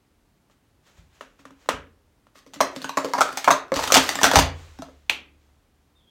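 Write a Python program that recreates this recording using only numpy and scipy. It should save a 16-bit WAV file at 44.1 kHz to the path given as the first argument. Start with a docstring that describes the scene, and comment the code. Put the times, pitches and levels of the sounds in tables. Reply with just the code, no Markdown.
"""A desk in a small room: plastic stacking cups are set up and swept down on a mat.
Each landing knocks the cup wall, pops the air trapped between cups, clicks the rim and shakes the desk.
Hands tap cups and timer pads first, sleeves brush, cups rub and bump. A last slam leaves the desk
humming; fingers snap and something squeaks faintly over the room tone."""
import sys
import numpy as np
from scipy import signal
from scipy.fft import rfft, irfft, next_fast_len
from scipy.io import wavfile
from scipy.ndimage import uniform_filter1d

SR = 44100
rng = np.random.default_rng(int(sys.argv[2]) if len(sys.argv) > 2 else 0)


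def generate_wav(sig):
    """Save sig (samples, or channels by samples) to the path in sys.argv[1] as 16-bit PCM at SR."""
    pcm = np.round(np.clip(np.atleast_2d(sig).T, -1, 1) * 32767).astype(np.int16)
    wavfile.write(sys.argv[1], SR, pcm)


N = 269098
BLOW_TIME_S = np.arange(SR // 8) / SR

# room decay (frequency [Hz], t60 [s])
ROOM_DECAY = [(100, 0.39), (260, 0.68), (700, 0.27), (1840, 0.35), (4850, 0.24), (12800, 0.17)]
# room tone (frequency [Hz], level [dB])
ROOM_TONE_SPECTRUM = [(12, -37.5), (20, -13.5), (37, 2), (134, -4), (172, -8), (262, -6.5), (434, -13.5),
                      (542, -14), (590, -16), (825, -17), (1190, -19.5), (1910, -23), (16000, -35.5)]
# hands on cups and timer pads (time [s], slap level [dB], desk level [dB])
HAND_TAPS = [(0.498, -54, -59), (1.209, -28.5, -44), (1.392, -49.5, -41), (1.453, -35.5, -36),
             (1.506, -44, -36.5), (1.659, -47.5, -46), (1.6887, -8.5, -20.5), (2.268, -50, -76),
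             (2.355, -45, -50)]
# hand slap (frequency [Hz], level [dB])
SLAP_SPECTRUM = [(120, -38), (200, -19), (263, -6.5), (334, -22.5), (409, -6), (722, -8.5), (1300, -4.5),
                 (2130, -13), (2910, -11), (4860, -21.5), (5940, -17.5), (16000, -37.5)]
# air under a cupped hand (frequency [Hz], level [dB], t60 [s])
CUPPED_HAND_MODES = [(561, -2.5, 0.026), (1004, 1.5, 0.014), (1281, 5, 0.0073), (1841, -9.5, 0.018),
                     (2812, -23, 0.004)]
# desk top (frequency [Hz], level [dB], t60 [s])
DESK_TOP_MODES = [(147.5, -13.5, 0.17), (199.4, -12.5, 0.12), (271.2, -3.5, 0.29), (296, -4.5, .1),
                  (350, 0.5, 0.02)]
# sleeve or hand passes (peak time [s], length [s], level [dB])
BRUSHES = [(0.511, .05, -64), (0.871, 0.16, -58), (0.979, 0.083, -61.5), (1.156, 0.26, -61.5),
           (1.397, .06, -58), (1.615, 0.22, -60), (4.589, .42, -52), (5.426, .4, -73.5)]
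# cloth friction (frequency [Hz], level [dB])
CLOTH_SPECTRUM = [(40, -28.5), (500, 2.5), (1500, 1.5), (3500, -1), (5000, -6), (7000, -4.5), (10000, -19),
                  (16000, -19.5)]
# heavy pushes on the desk (time [s], level [dB])
DESK_PUSHES = [(0.982, -46.5), (1.733, -37.5), (3.76, -34), (3.95, -34.5), (4.364, -14)]
# desk frame (frequency [Hz], level [dB], t60 [s])
DESK_FRAME_MODES = [(44, -31, 2.2), (58.5, 1, 0.33), (72, -32.5, 4.8), (72.5, 4, 0.18), (77, -37.5, 2.6),
                    (84.6, -5.5, 0.7), (112, -10.5, 0.17), (141, -12, 0.55), (167.5, -4, 0.26)]
# cup-on-cup sliding, stacking up then sweeping down (time [s], level [dB])
SLIDE_LEVELS = [(2.325, -100), (2.365, -47), (2.42, -74), (2.8, -58.5), (3.2, -50.5), (3.52, -49.5),
                (3.6, -76), (3.71, -70), (3.77, -33), (3.9, -38.5), (3.95, -30), (4.03, -34), (4.2, -39.5),
                (4.26, -24.5), (4.3, -40.5), (4.37, -25.5), (4.6, -110)]
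# hard surfaces meeting (frequency [Hz], level [dB])
CRACK_SPECTRUM = [(40, -54.5), (300, -8.5), (1500, 0.5), (4000, -0.5), (6500, -4), (8000, -6.5),
                  (10500, -15.5), (12500, -12.5), (16000, -20.5)]
# cup wall bending (frequency [Hz], level [dB], t60 [s])
WALL_MODES = [(418, -10.5, 0.025), (616, -5, 0.03), (842, -1, 0.019), (1065, 0, .018), (1315, 0, 0.018),
              (1683, -9.5, 0.02), (2100, -4.5, 0.0081)]
# stiff cup rim (frequency [Hz], level [dB], t60 [s])
RIM_MODES = [(2950, -1.5, 0.0053), (3554, -1.5, 0.01), (4300, -6, 0.054), (6000, -15, 0.031),
             (5782, 6.5, 0.013), (7100, -9, 0.02)]
# cup landings on mat or cups (time [s], knock level [dB], air pocket pitch [Hz],
# click level [dB], desk level [dB], second touch gain [dB])
LANDINGS = [(2.464, -41.5, 500, -49.5, -38.5, -4.5), (2.536, -41, 830, -35, -39, -1),
            (2.56, -37.5, 560, -44.5, -27.5, -8), (2.605, -3.5, 995, -20.5, -23.5, -14.5),
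            (2.61, -7, 592, -12, -20, -14.5), (2.7623, -26, 520, -27, -21.5, -18.5),
            (2.818, -36.5, 650, -28.5, -29, -7.5), (2.844, -18.5, 1500, -25.5, -25, -12.5),
            (2.893, -19, 920, -25, -31.5, -20.5), (2.972, -8.5, 1070, -20.5, -16, -4),
            (3.046, -13.5, 500, -26.5, -20, -8), (3.1356, -10.5, 964, -20.5, -27.5, -17.5),
            (3.151, -15, 840, -33, -29.5, -7.5), (3.181, -14.5, 1019, -29.5, -22, 1),
            (3.2074, -4.5, 1344, -15.5, -26, 0), (3.289, -19.5, 1344, -40.5, -43.5, -21),
            (3.328, -37.5, 1091, -32.5, -32.5, -19), (3.373, -19.5, 834, -18, -33.5, -7),
            (3.444, -23.5, 913, -17.5, -37, -12), (3.4762, 0.5, 988, -23, -16.5, 0),
            (3.5055, -3.5, 1234, -17, -32, -18), (3.511, -9.5, 743, -10, -13.5, -8.5),
            (3.7192, -7.5, 539, -30, -15.5, -11.5), (3.741, -22, 570, -21, -24, -13),
            (3.76, -21, 1100, -20, -23, -0.5), (3.791, -12.5, 939, -26, -36.5, -13),
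            (3.839, -18, 900, -20, -35.5, -12), (3.876, -24, 1000, -18.5, -28, -12),
            (3.902, -14, 1300, -28.5, -28, 0), (3.9217, -8.5, 533, -2.5, -30.5, -13.5),
            (3.942, -12.5, 1300, -1, -25.5, -5), (3.957, -2.5, 732, -11.5, -19, -17),
            (3.968, -7, 906, -4.5, -7.5, -4.5), (4.091, -14, 2010, -12, -28, -14.5),
            (4.155, -21.5, 780, -18.5, -22.5, -17), (4.188, -15, 1800, -28, -29, -18.5),
            (4.214, -12.5, 900, -23, -24.5, -5), (4.2324, -10, 1411, -4, -26, -21),
            (4.2417, -1.5, 1527, -7, -16, -5.5), (4.263, -10.5, 695, -18.5, -15.5, -13),
            (4.314, -10, 920, -13.5, -37, -14), (4.335, -7.5, 600, -18.5, -13.5, -3.5),
            (4.357, -2.5, 805, -2.5, -21, -13), (4.368, -3, 804, -12, -18, -13.5),
            (4.3885, -4.5, 924, -6, -9, -7), (4.788, -35.5, 800, -40, -22.5, -16.5),
            (4.821, -25.5, 680, -34.5, -29, -16.5), (4.885, -38.5, 500, -58, -37, -6.5)]
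# trapped air: a flat landing holds more, pitched lower (pitch [Hz], share of knock energy [0-1])
POCKET_SHARE = [(550, 0.8), (950, 0.5)]
# finger slips off the thumb, then hits the palm (time [s], level [dB])
SNAP_HITS = [(5.0953, -21), (5.0967, -5.5)]
# hollow between curled fingers and palm (frequency [Hz], level [dB])
PALM_SPECTRUM = [(120, -24.5), (200, -21), (278, -10.5), (373, -19.5), (635, -12.5), (836, -10.5),
                 (1740, -15.5), (2420, -4), (4600, -14), (4950, -20), (5940, -17.5), (10700, -30),
                 (14100, -27), (16000, -41)]
# air in the curled hand (frequency [Hz], level [dB], t60 [s])
CURLED_HAND_MODES = [(2504, -0.5, 0.0085), (3320, -0.5, .006)]
# squeak glide (time [s], pitch [Hz], level [dB])
SQUEAK_GLIDE = [(5.94, 3740, -92), (5.96, 3640, -69), (5.99, 3553, -71), (6.005, 3330, -67),
                (6.04, 3280, -78), (6.09, 3320, -64)]


def amp(db):
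    """dB to gain."""
    return 10 ** (np.asarray(db) / 20)


def unit_rms(x):
    """Scale to rms 1."""
    return x / np.sqrt(np.mean(x ** 2) + 1e-20)


def unit_blow(x):
    """Scale to the energy of 1 ms at full level."""
    return x / np.sqrt(np.sum(x ** 2) * 1000 / SR + 1e-20)


def log_interp(points, hz):
    """Interpolate (frequency [Hz], value) points on a log axis."""
    points_hz, values = np.transpose(points)
    return np.interp(np.log(hz + 1), np.log(points_hz + 1), values)


def curves(rows):
    """Per-sample curve for each column after time."""
    times_s, *columns = np.transpose(rows)
    return [np.interp(np.arange(N) / SR, times_s, column) for column in columns]


def coloured(x, spectrum):
    """Filter by (frequency [Hz], level [dB]) points."""
    size = next_fast_len(len(x))
    gain = amp(log_interp(spectrum, np.fft.rfftfreq(size, 1 / SR)))
    return irfft(rfft(x, size) * gain, size)[:len(x)]


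def add(track, time_s, sound):
    """Mix a sound in at time_s."""
    start = round(time_s * SR)
    track[start:start + len(sound)] += sound[:N - start]


def ring(modes, attack_s, t=BLOW_TIME_S, detune=0, scatter_db=0):
    """Damped modes, optionally scattered in pitch and level."""
    hz, db, t60_s = np.transpose(modes)[:, :, None]
    pitch_draw, level_draw = rng.standard_normal((2, len(modes), 1))
    polarity = (-1) ** np.arange(len(modes))[:, None]
    envelopes = amp(db + scatter_db * level_draw - 60 * t / t60_s)
    waves = np.sin(2 * np.pi * hz * (1 + detune * pitch_draw) * t)
    return (polarity * envelopes * waves).sum(0) * (1 - np.exp(-t / attack_s))


def in_room(x, wet_db, direct=True):
    """Optional direct path plus a fresh diffuse tail; treble dies first."""
    hz, frame_s, noise = signal.stft(rng.standard_normal(SR // 2), SR, nperseg=256)
    decay = amp(-60 * frame_s / log_interp(ROOM_DECAY, hz)[:, None])
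    tail = signal.istft(noise * decay, SR, nperseg=256)[1]
    tail *= 1 - np.exp(-(np.arange(len(tail)) / SR / 0.0011) ** 2)  # nearest walls answer first
    response = amp(wet_db) * tail / np.linalg.norm(tail)
    response[0] = float(direct)
    return signal.fftconvolve(x, response)


def room_tone():
    """Steady quiet rumble and hiss."""
    return amp(-64) * unit_rms(coloured(rng.standard_normal(N), ROOM_TONE_SPECTRUM))


def impact(spectrum):
    """Minimum-phase pulse with this spectrum."""
    size = len(BLOW_TIME_S)
    gain = amp(log_interp(spectrum, np.fft.rfftfreq(2 * size, 1 / SR)))
    cepstrum = irfft(np.log(gain))
    cepstrum[1:size] *= 2
    cepstrum[size + 1:] = 0
    return unit_blow(irfft(np.exp(rfft(cepstrum)))[:size])


def slap(spectrum, t60_s, attack_s=0.00054):
    """Flesh lands spread over a few ms."""
    t = BLOW_TIME_S
    contact = rng.standard_normal(len(t)) * amp(-60 * t / t60_s) * (1 - np.exp(-t / attack_s))
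    return unit_blow(signal.fftconvolve(contact, impact(spectrum))[:len(t)])


def desk_boom():
    """Desk top rings under the mat, slightly detuned at each spot."""
    return unit_blow(ring(DESK_TOP_MODES, attack_s=0.002, t=np.arange(SR // 2) / SR, detune=0.023))


def hand_taps():
    """Hands slap, squeeze out the air beneath and push the desk."""
    out = np.zeros(N)
    hollow = unit_blow(ring(CUPPED_HAND_MODES, attack_s=0.00099))
    for time_s, slap_db, desk_db in HAND_TAPS:
        add(out, time_s, amp(slap_db - 3) * slap(SLAP_SPECTRUM, t60_s=0.024))
        # the tail sums all directions, so it has the slap's smooth mean spectrum
        add(out, time_s, amp(slap_db) * in_room(impact(SLAP_SPECTRUM), wet_db=-4.5, direct=False))
        add(out, time_s, amp(slap_db + 2) * in_room(hollow, wet_db=-14))
        add(out, time_s, amp(desk_db) * desk_boom())
    return out


def sleeve_brushes(rise_share=0.19, edge_drop_db=13.5):
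    """Cloth and skin rub in soft swells as the arms move."""
    envelope, t = np.zeros(N), np.arange(N) / SR
    for peak_s, length_s, db in BRUSHES:
        from_peak = np.maximum((peak_s - t) / rise_share, (t - peak_s) / (1 - rise_share)) / length_s
        envelope += amp(db - edge_drop_db * from_peak)
    return envelope * unit_rms(coloured(rng.standard_normal(N), CLOTH_SPECTRUM))


def desk_thumps():
    """Heavy pushes sway the frame; its slowest-decaying mode hums on."""
    out = np.zeros(N)
    sway = ring(DESK_FRAME_MODES, attack_s=0.011, t=np.arange(N) / SR)
    for time_s, db in DESK_PUSHES:
        add(out, time_s, amp(db) * sway)
    return out


def cup_sliding(slips_per_s=3500):
    """Cup walls rub in clumps of tiny slips that make them ring."""
    clumps = unit_rms(uniform_filter1d(rng.standard_normal(N), size=400))
    slips = rng.standard_normal(N) * amp(3 * rng.standard_normal(N) + 3.5 * clumps)
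    slips *= rng.random(N) < slips_per_s / SR
    wall = ring(WALL_MODES, attack_s=0.00047)
    scrape = unit_rms(coloured(slips, CRACK_SPECTRUM))
    body = amp(-7.5) * unit_rms(signal.fftconvolve(slips, wall)[:N])
    return in_room((scrape + body) * amp(curves(SLIDE_LEVELS)[0]), wet_db=-2.5)[:N]


def chatter(x, t60_s, rebound_db=-9, rebounds_per_s=900):
    """A light cup rebounds within milliseconds of contact."""
    t = BLOW_TIME_S
    contacts = rng.standard_normal(len(t)) * (rng.random(len(t)) < rebounds_per_s / SR)
    contacts *= amp(rebound_db - 60 * t / t60_s)
    contacts[0] = 1
    return unit_blow(signal.fftconvolve(x, contacts)[:len(t)])


def crack(t60_s):
    """Noise burst of two hard surfaces meeting."""
    noise = coloured(rng.standard_normal(len(BLOW_TIME_S)), CRACK_SPECTRUM)
    return unit_blow(noise * amp(-60 * BLOW_TIME_S / t60_s))


def cup_touch(knock_db, pocket_hz, click_db, pocket_t60_s=0.018):
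    """One contact: wall knock, rim click and trapped air, pitched by the gap between cups."""
    air_share = log_interp(POCKET_SHARE, pocket_hz)
    wall = ring(WALL_MODES, attack_s=0.0004, detune=0.04, scatter_db=2)
    rim = ring(RIM_MODES, attack_s=0.0002, detune=0.11, scatter_db=3)
    pocket = unit_blow(ring([(pocket_hz, 0, pocket_t60_s)], attack_s=0.003))
    knock = unit_blow(np.sqrt(1 - air_share) * chatter(wall, t60_s=0.035) + np.sqrt(air_share) * pocket)
    click = unit_blow(amp(-5) * chatter(rim, t60_s=0.02) + crack(t60_s=0.014))
    return in_room(amp(knock_db) * knock, wet_db=-6) + in_room(amp(click_db) * click, wet_db=-3.5)


def cup_landings(gap_s=0.0057, third_touch_loss_db=3.5):
    """A tilted cup rocks edge to edge in three touches; the desk booms on the first."""
    out = np.zeros(N)
    for time_s, knock_db, pocket_hz, click_db, desk_db, second_db in LANDINGS:
        add(out, time_s, cup_touch(knock_db, pocket_hz, click_db))
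        add(out, time_s, amp(desk_db) * desk_boom())
        for k, late_db in enumerate([second_db, second_db - third_touch_loss_db], 1):
            time_draw, pitch_draw = rng.standard_normal(2)
            late_hz = pocket_hz * np.exp(0.13 * pitch_draw - 0.017 * k)
            late = cup_touch(knock_db - 1, late_hz, click_db + 2)  # less wall, more rim
            add(out, time_s + gap_s * (k + 0.12 * time_draw), amp(late_db) * late)
    return out


def cup_jostling(start_s=3.0, end_s=4.3, count=20, db_per_slide_db=0.55, scatter_db=3.5):
    """Chance bumps between held cups, louder with harder sliding."""
    out, slide_db = np.zeros(N), curves(SLIDE_LEVELS)[0]
    times_s = start_s + (np.arange(count) + rng.random(count)) * (end_s - start_s) / count
    for time_s, (level_draw, pitch_draw) in zip(times_s, rng.standard_normal((count, 2))):
        db = db_per_slide_db * (slide_db[round(time_s * SR)] - slide_db.max()) + scatter_db * level_draw
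        bump = cup_touch(knock_db=-22.5, pocket_hz=950 * np.exp(0.29 * pitch_draw), click_db=-29.5)
        add(out, time_s, amp(db) * bump)
    return out


def finger_snap():
    """A crack into the hollow between curled fingers and palm."""
    out = np.zeros(N)
    hollow = unit_blow(ring(CURLED_HAND_MODES, attack_s=0.0003))
    for time_s, db in SNAP_HITS:
        add(out, time_s, amp(db - 4) * slap(PALM_SPECTRUM, t60_s=0.025))
        add(out, time_s, amp(db) * in_room(impact(PALM_SPECTRUM), wet_db=-8.5, direct=False))
        add(out, time_s, amp(db - 5.5) * in_room(hollow, wet_db=-8))
    return out


def squeak():
    """Faint wavering tone, falling in pitch."""
    hz, db = curves(SQUEAK_GLIDE)
    waver = unit_rms(uniform_filter1d(rng.standard_normal(N), size=120))
    tone = np.sin(2 * np.pi * np.cumsum(hz * (1 + 0.025 * waver)) / SR)
    started = np.arange(N) / SR > SQUEAK_GLIDE[0][0]
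    return in_room(tone * amp(db) * started, wet_db=3.5)[:N]


def scene():
    """Mono sum at one microphone on the desk."""
    stacking = cup_landings() + cup_jostling() + hand_taps() + cup_sliding() + sleeve_brushes()
    return (stacking + desk_thumps() + finger_snap() + squeak() + room_tone())[None]


def record(dry, low_cut_hz=36, top_hz=16000):
    """Microphone bass roll-off, soft clip, band limit."""
    thinned = signal.sosfilt(signal.butter(2, low_cut_hz, "highpass", fs=SR, output="sos"), dry)
    clipped = thinned / (1 + np.abs(thinned) ** 6) ** (1 / 6)
    size = next_fast_len(N + SR // 4)
    passband = np.fft.rfftfreq(size, 1 / SR) < top_hz
    return irfft(rfft(clipped, size) * passband, size)[:, :N]


dry = scene()
out = record(dry)
generate_wav(out)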